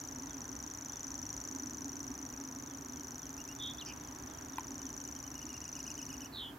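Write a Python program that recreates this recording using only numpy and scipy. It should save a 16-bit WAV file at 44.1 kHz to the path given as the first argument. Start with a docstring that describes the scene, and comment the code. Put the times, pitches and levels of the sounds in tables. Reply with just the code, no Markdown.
"""In a reed bed, a grasshopper warbler sings a fast, even trill called a reel: 27 syllables a second.
Its voice box makes each one as a sharp upward tick and a short falling note, and the stems echo them.
Farther off, other small birds whistle, twitter and buzz, and something clicks once near the microphone.
Under it all lie a distant outdoor rush and a camera's low drone, hiss and faint whine."""
import sys
import numpy as np
from scipy import signal
from scipy.fft import rfft, irfft
from scipy.io import wavfile
from scipy.ndimage import uniform_filter1d

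SR = 44100
rng = np.random.default_rng(int(sys.argv[2]) if len(sys.argv) > 2 else 0)


def master(y):
    """Save y as 16-bit WAV."""
    cut = np.clip(np.atleast_2d(y).T, -1, 1)
    pcm = np.round(cut * 32767)  # scale
    wavfile.write(sys.argv[1], SR, pcm.astype(np.int16))


N = 290178
TIME = np.arange(N) / SR

# how strong each background noise is, from low to high: frequency_hz, relative_db
RUSH_SPECTRUM = [(30, -40), (200, -14.5), (450, -3), (750, -1), (960, 2), (1200, -2), (1650, -3.5),
                 (2300, -11.5), (4000, -18.5), (7000, -17.5), (16000, -42)]
RUMBLE_SPECTRUM = [(20, -24), (35, -19), (50, -5.5), (63, 1), (83, -2.5), (140, -1), (170, -5),
                   (195, -12.5), (400, -10.5), (900, -66)]
DRONE_SPECTRUM = [(170, -37), (205, -19), (238, -5), (272, 2), (305, -4.5), (338, -19), (390, -13),
                  (440, -29), (700, -52.5)]
HISS_SPECTRUM = [(1000, 0), (5000, -7.5), (9000, 1), (11000, 5.5), (12500, 9.5), (14000, 2), (16000, 4)]
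# how the rush swells and sinks: time_s, level_db
RUSH_SWELL = [(0, -58), (1.3, -58), (2.2, -58.5), (3.2, -59), (4.3, -57), (5.1, -59), (6.58, -59)]
# random unevenness in the loudness of the low drone: time_s, level_db
DRONE_FLUTTER = [(0.0, -53), (0.52, -48.5), (0.8, -56.5), (1.22, -48.5), (1.41, -55.5), (1.55, -47),
                 (2.21, -47.5), (2.26, -52), (3.15, -49.5), (3.2, -54.0), (4.89, -50), (5.31, -54),
                 (5.5, -50), (5.73, -57.0), (5.97, -51.0), (6.58, -55)]
# the thin, steady tones of the camera's electronics: pitch_hz, level_db
WHINE_TONES = [(10000, -88), (11000, -84), (11900, -83), (12000, -78), (12100, -84), (13000, -80),
               (13100, -87), (14000, -87)]

# the warbler's pace, steady but for slight hesitations: time_s, syllables_so_far
REEL_PACE = [(0.0023, 0), (1.18, 32), (1.3299, 36), (1.6236, 44), (2.2902, 62), (3.0351, 82), (3.7734, 102),
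             (3.8133, 103), (4.3751, 118), (5.1142, 138), (5.3431, 144), (6.1295, 165), (6.2472, 168)]
# how strongly it sings: time_s, level_db
REEL_EFFORT = [(0, -38), (.35, -38.5), (1.25, -35), (2.1, -38), (2.75, -40), (3.1, -39), (3.95, -41.5),
               (4.5, -41), (4.95, -37), (5.3, -39.5), (5.9, -36), (6.25, -42)]
# its overtone (twice the pitch), stronger as the bill opens: time_s, relative_db
REEL_OVERTONE = [(0.0, -22), (0.48, -32.0), (0.78, -25), (2.7, -24), (3.15, -18), (4.56, -29), (5.34, -18),
                 (5.64, -34.0), (6.25, -15.5)]
# the two parts of a syllable: time_from_beat_ms, pitch_hz, relative_db
TICK_SHAPE = [(-1.74, 3850, -26), (-0.92, 4700, -5.5), (-0.86, 6170, 0), (-0.35, 6540, 2), (0.64, 7090, -3),
              (0.92, 8800, -27)]
NOTE_SHAPE = [(9.3, 6140, -24), (10.4, 6040, 1.2), (13.4, 5860, .1), (15.1, 5580, -13)]
# echoes from stems and ground: delay_ms, left_db, right_db
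STEM_ECHOES = [(1.257, -20, -14), (5.27, -9.5, -27), (6.25, -32, -16), (31.5, -48, -47)]

# notes of the far whistles and of a twittering bird: start_s, length_s, top_pitch_hz, level_db, shape
WHISTLE_NOTES = [(.24, 0.1, 4350, -67.5, "fall"), (.63, .07, 4240, -74, "fall"),
                 (.875, .135, 3550, -68, "arch"), (1.235, .027, 3600, -74, "fall"),
                 (2.32, .038, 3080, -69, "fall"), (2.65, .12, 4000, -72, "fall"),
                 (2.9, .12, 4000, -72, "fall"), (3.19, 0.1, 3870, -71, "fall"),
                 (3.99, .13, 3990, -72, "fall"), (4.26, .14, 4030, -71, "fall"),
                 (4.51, 0.11, 4080, -69, "fall"), (4.81, 0.09, 4030, -72, "fall")]
TWITTER_NOTES = [(3.378, .047, 2870, -55.5, "rise"), (3.478, .058, 2870, -55, "rise"),
                 (4.793, 0.038, 3010, -63, "arch"), (4.873, 0.042, 3060, -67, "arch"),
                 (4.988, .04, 3120, -67, "arch"), (5.06, 0.032, 3000, -62, "arch"),
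                 (5.143, 0.048, 3160, -60.5, "arch"), (5.232, 0.06, 3040, -61, "arch"),
                 (5.336, .06, 2920, -57.5, "arch"), (5.398, 0.049, 2930, -55, "arch"),
                 (5.476, 0.058, 2910, -55.5, "arch"), (5.534, 0.049, 2840, -54, "arch"),
                 (5.603, .1, 2930, -57.5, "double"), (5.734, 0.088, 2950, -54.5, "double"),
                 (5.847, 0.086, 2970, -52, "double"), (5.962, .088, 3020, -53, "double"),
                 (6.077, 0.092, 2970, -53, "double"), (6.192, .088, 3030, -53, "double")]
# buzzing calls (a negative fade grows louder): start_s, length_s, first_pitch_hz, last_pitch_hz,
# level_db, fade_db_per_s, warble_share_of_pitch, first_overtone_db, last_overtone_db
BUZZ_CALLS = [(3.59, .144, 3520, 3490, -37, 22, .07, -32, -32),
              (3.8555, .074, 2760, 2580, -57, -195, .14, 21, -20),
              (6.3215, .198, 4380, 3170, -35.5, 50, .15, -35, -35)]
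# one sharp chip from another small bird: start_s, length_s, peak_time_s
CHIP_TIMING = (3.777, .058, 3.8045)

# the two knocks that make the click: start_s, level_db, hardness_db
CLICK_CONTACTS = [(4.5825, -33.5, -4), (4.5836, -30, 3)]
# the tones they set ringing (ring_s is the time to fade by 60 dB): pitch_hz, relative_db, ring_s
CLICK_TONES = [(932, -4, 0.033), (1040, -5.5, 0.026), (1013, -16, 0.11), (1455, -6.5, 0.014),
               (1970, -9, 0.0095), (2350, -8, 0.033), (3220, -21, 0.0063)]


def from_db(db):
    """Turn decibels into a number to multiply a sound by."""
    return 10 ** (np.asarray(db) / 20)


def add(out, start_s, sound):
    """Mix a short sound into a track, dropping whatever sticks out past the ends."""
    at = round(start_s * SR) + np.arange(len(sound))
    inside = (at >= 0) & (at < N)
    out[at[inside]] += sound[inside]


def noise(spectrum, likeness):
    """Stereo noise shaped by a spectrum; a likeness of 1 makes left and right the same."""
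    hz, db = np.transpose(spectrum)
    gain = from_db(np.interp(np.log(np.fft.rfftfreq(N, 1 / SR) + 1), np.log(hz), db))
    middle, side = irfft(rfft(rng.standard_normal((2, N))) * gain, N)
    both = np.sqrt(1 + likeness) * middle + np.sqrt(1 - likeness) * np.array([side, -side])
    return both / both.std()


def outdoor_rush():
    """A wide, distant rush that swells gently, a little to the right."""
    swell = from_db(np.interp(TIME, *np.transpose(RUSH_SWELL)) + 3.5)
    return swell * noise(RUSH_SPECTRUM, likeness=.31) * from_db([[-2], [2]])


def camera_noise():
    """The camera rumbles, drones and hisses, and its electronics whine."""
    rumble = from_db(-55.5) * noise(RUMBLE_SPECTRUM, likeness=.99)
    flutter = from_db(np.interp(TIME, *np.transpose(DRONE_FLUTTER)) + .36)
    drone = flutter * noise(DRONE_SPECTRUM, likeness=.96) * from_db([[-.5], [.5]])
    hiss = from_db(-66) * noise(HISS_SPECTRUM, likeness=1)
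    whine = sum(np.sqrt(2) * from_db(db) * np.sin(2 * np.pi * hz * TIME) for hz, db in WHINE_TONES)
    return rumble + drone + hiss + whine


def voice_box(hz, level_db, overtones_db):
    """A bird's gliding whistle, plus overtones: tones at whole multiples of its pitch."""
    phase = 2 * np.pi * (np.cumsum(hz) / SR + rng.random())
    overtones = sum(from_db(db) * np.sin(k * phase) * (k * hz < SR / 2)
                    for k, db in enumerate(overtones_db, 2))
    return from_db(level_db) * (np.sin(phase) + overtones)


def strokes(shape, beats, levels_db, overtones_db, pitch_spread, spread_db):
    """One tiny whistle on every beat, never quite the same twice."""
    out = np.zeros(N)
    times_ms, pitches_hz, shape_db = np.transpose(shape)
    ms = np.arange(times_ms[0], times_ms[-1], 1000 / SR)
    hz = np.interp(ms, times_ms, pitches_hz)
    swell_db = np.interp(ms, times_ms, shape_db)
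    chances = rng.standard_normal((len(beats), 2))
    for beat, db, overtone_db, (higher, louder) in zip(beats, levels_db, overtones_db, chances):
        pitch = hz * (1 + pitch_spread * higher)
        stroke = voice_box(pitch, swell_db + db + spread_db * louder, [overtone_db])
        add(out, beat + times_ms[0] / 1000, stroke)
    return out


def lean_left(sound, hz, width_hz, depth_db):
    """Make stereo: in one narrow range of pitch, the left microphone hears more than the right."""
    lean_db = depth_db * np.exp(-.5 * ((np.fft.rfftfreq(N, 1 / SR) - hz) / width_hz) ** 2)
    return irfft(rfft(sound) * from_db([lean_db / 2, -lean_db / 2]), N)


def reed_scatter(sound, tail_db, ring_s):
    """Countless stems scatter the sound into a short, blurred tail, different on each side."""
    t = TIME[:SR // 2]
    tail = rng.standard_normal((2, len(t))) * from_db(-60 * t / ring_s)
    tail /= np.sqrt(np.sum(tail ** 2, axis=1, keepdims=True))
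    return sound + from_db(tail_db) * signal.fftconvolve(sound, tail, axes=1)[:, :N]


def warbler(jitter_s=.0002):
    """Tick and note take turns all through the song, and nearby stems throw them back."""
    times_s, sung = np.transpose(REEL_PACE)
    beats = np.interp(np.arange(round(sung[-1]) + 1), sung, times_s)
    beats += jitter_s * rng.standard_normal(len(beats))
    effort_db = np.interp(beats, *np.transpose(REEL_EFFORT))
    overtone_db = np.interp(beats, *np.transpose(REEL_OVERTONE))
    ticks = strokes(TICK_SHAPE, beats, effort_db, overtone_db + .7, pitch_spread=.009, spread_db=1.08)
    notes = strokes(NOTE_SHAPE, beats, effort_db, overtone_db - 1.5, pitch_spread=.005, spread_db=.8)
    out = lean_left(ticks + notes, hz=5840, width_hz=270, depth_db=4.5)
    echo = from_db(-1.5) * ticks + from_db(1) * notes   # the longer note bounces back better
    for delay_ms, left_db, right_db in STEM_ECHOES:
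        lag = round(delay_ms * SR / 1000)
        out += from_db([[left_db], [right_db]]) * np.pad(echo, (lag, 0))[:N]
    return reed_scatter(out, tail_db=-11.5, ring_s=.29)


def waver(hz, share, smooth_samples):
    """A living voice never holds its pitch exactly."""
    jitter = uniform_filter1d(rng.standard_normal(len(hz)), smooth_samples) * np.sqrt(smooth_samples)
    return hz * (1 + share * jitter)


def melody(shape, along, flatness=3.2):
    """Pitch as a share of the top pitch, as a note goes along from 0 to 1."""
    if shape == "rise":
        return 1 - .14 * (1 - along) ** flatness
    if shape == "fall":
        return 1 - .29 * along ** .8
    arch = 1 - .38 * np.abs(2 * along - 1) ** flatness
    if shape == "arch":
        return arch
    double = arch - .2 * np.exp(-((along - .52) / .1606) ** 2)   # a dip makes two humps
    return double / double.max()


def sliding_notes(notes, overtones_db, fade_power, db_per_octave, unsteady):
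    """Whistled notes that fade in and out, with their loudness tied to their sliding pitch."""
    out = np.zeros(N)
    for start_s, length_s, top_hz, db, shape in notes:
        bend = melody(shape, np.linspace(0, 1, round(length_s * SR)))
        hz = waver(top_hz * bend, unsteady, smooth_samples=90)
        bend_db = db_per_octave * np.log2(bend)
        # where the main tone weakens, the overtones stand out more
        note = voice_box(hz, db + bend_db, [level - bend_db / 2 for level in overtones_db])
        add(out, start_s, note * np.hanning(len(hz)) ** fade_power)
    return out


def far_whistles():
    """Faint, almost pure whistles, most of them falling."""
    return sliding_notes(WHISTLE_NOTES, [-30], fade_power=.24, db_per_octave=-8, unsteady=.02)


def twitter(overtones_db=(.5, -15, -12.5, -28)):
    """Quick, bright notes; the air pressure that lifts the bird's pitch also makes it louder."""
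    return sliding_notes(TWITTER_NOTES, overtones_db, fade_power=.14, db_per_octave=18, unsteady=.0063)


def throat(hz, db, overtone_db, limit_hz=3900, loss_db_per_octave=55):
    """A call that swells and dies away; the throat weakens it where its pitch passes a limit."""
    pitch = waver(hz, share=.011, smooth_samples=60)
    octaves_over = np.clip(np.log2(pitch / limit_hz), 0, None)
    call = voice_box(pitch, db - loss_db_per_octave * octaves_over, [overtone_db])
    return call * np.hanning(len(hz)) ** .29


def buzzes(glide_s=.082, fast_hz=92, slow_hz=70, slowing_s=.09):
    """The pitch glides down while a fast warble swings it up and down, which sounds like a buzz."""
    out = np.zeros(N)
    for start_s, length_s, first_hz, last_hz, db, fade_db_per_s, depth, *overtone_ends_db in BUZZ_CALLS:
        t = TIME[:round(length_s * SR)]
        centre_hz = last_hz + (first_hz - last_hz) * np.exp(-(t / glide_s) ** 2)
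        warble_hz = slow_hz + (fast_hz - slow_hz) * np.exp(-t / slowing_s)
        turn = 2 * np.pi * np.cumsum(warble_hz) / SR
        swing = np.cos(turn) + .22 * np.sin(2 * turn)   # rises slowly, drops quickly
        swing *= np.hanning(len(t)) ** .2   # eases in and out
        swing *= (centre_hz / first_hz) ** 1.7   # narrows as the voice drops
        pitch = centre_hz * (1 + depth * swing)
        overtone_db = np.linspace(*overtone_ends_db, len(t))
        add(out, start_s, throat(pitch, db - fade_db_per_s * t, overtone_db))
    return out


def chip(low_hz=3300, peak_hz=4650, last_hz=2760, climb_s=.008, drop_s=.0068):
    """Another small bird flicks its pitch up to a sharp peak and lets it drop."""
    start_s, length_s, peak_s = CHIP_TIMING
    out = np.zeros(N)
    from_peak_s = TIME[:round(length_s * SR)] + start_s - peak_s
    climb = low_hz + (peak_hz - low_hz) * np.exp(-np.abs(from_peak_s) / climb_s)
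    drop = last_hz + (peak_hz - last_hz) * np.exp(-np.abs(from_peak_s) / drop_s)
    pitch = np.where(from_peak_s < 0, climb, drop)
    add(out, start_s, throat(pitch, db=-43, overtone_db=-32))
    return out


def place(sound, left_db, lag_ms=0):
    """Make stereo: a negative left_db favours the right side; lag_ms delays the right side."""
    delay = np.exp(-2j * np.pi * np.fft.rfftfreq(N, 1 / SR) * lag_ms / 1000)
    right = irfft(rfft(sound) * delay, N)
    return np.array([sound, right]) * from_db([[left_db / 2], [-left_db / 2]])


def other_birds():
    """The other birds are heard through the reeds, farther off and to the right of the warbler."""
    twittering = place(twitter(), left_db=-.5, lag_ms=.0086)
    whistling = place(far_whistles(), left_db=-7)
    out = reed_scatter(twittering, tail_db=-11, ring_s=.23)
    buzzing = place(buzzes() + chip(), left_db=-.7, lag_ms=.028)
    out += reed_scatter(buzzing, tail_db=-12.5, ring_s=.27)
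    return out + reed_scatter(whistling, tail_db=-1, ring_s=.25)


def click(low_cut_hz=840, snap_db=-13, snap_s=.012):
    """Two quick knocks snap and briefly ring an object too small to give off bass."""
    out, t = np.zeros(N), TIME[:SR // 5]
    ring = sum(from_db(db - 60 * t / ring_s) * np.sin(2 * np.pi * hz * t)
               for hz, db, ring_s in CLICK_TONES)
    for start_s, db, hardness_db in CLICK_CONTACTS:
        snap = from_db(snap_db + hardness_db - 60 * t / snap_s) * rng.standard_normal(len(t))
        add(out, start_s, from_db(db) * (ring + snap))
    out = signal.sosfilt(signal.butter(6, low_cut_hz, "high", fs=SR, output="sos"), out + 1e-18)
    return reed_scatter(place(out, left_db=-.5, lag_ms=.08), tail_db=-13, ring_s=.12)


def scene():
    """Everything heard from the edge of the reed bed."""
    return warbler() + other_birds() + click() + outdoor_rush() + camera_noise()


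def record(dry):
    """The recorder steeply cuts off the very highest sounds."""
    cutoff_hz = 15800
    return signal.sosfilt(signal.ellip(12, .1, 70, cutoff_hz, fs=SR, output="sos"), dry)


dry = scene()
out = record(dry)
master(out)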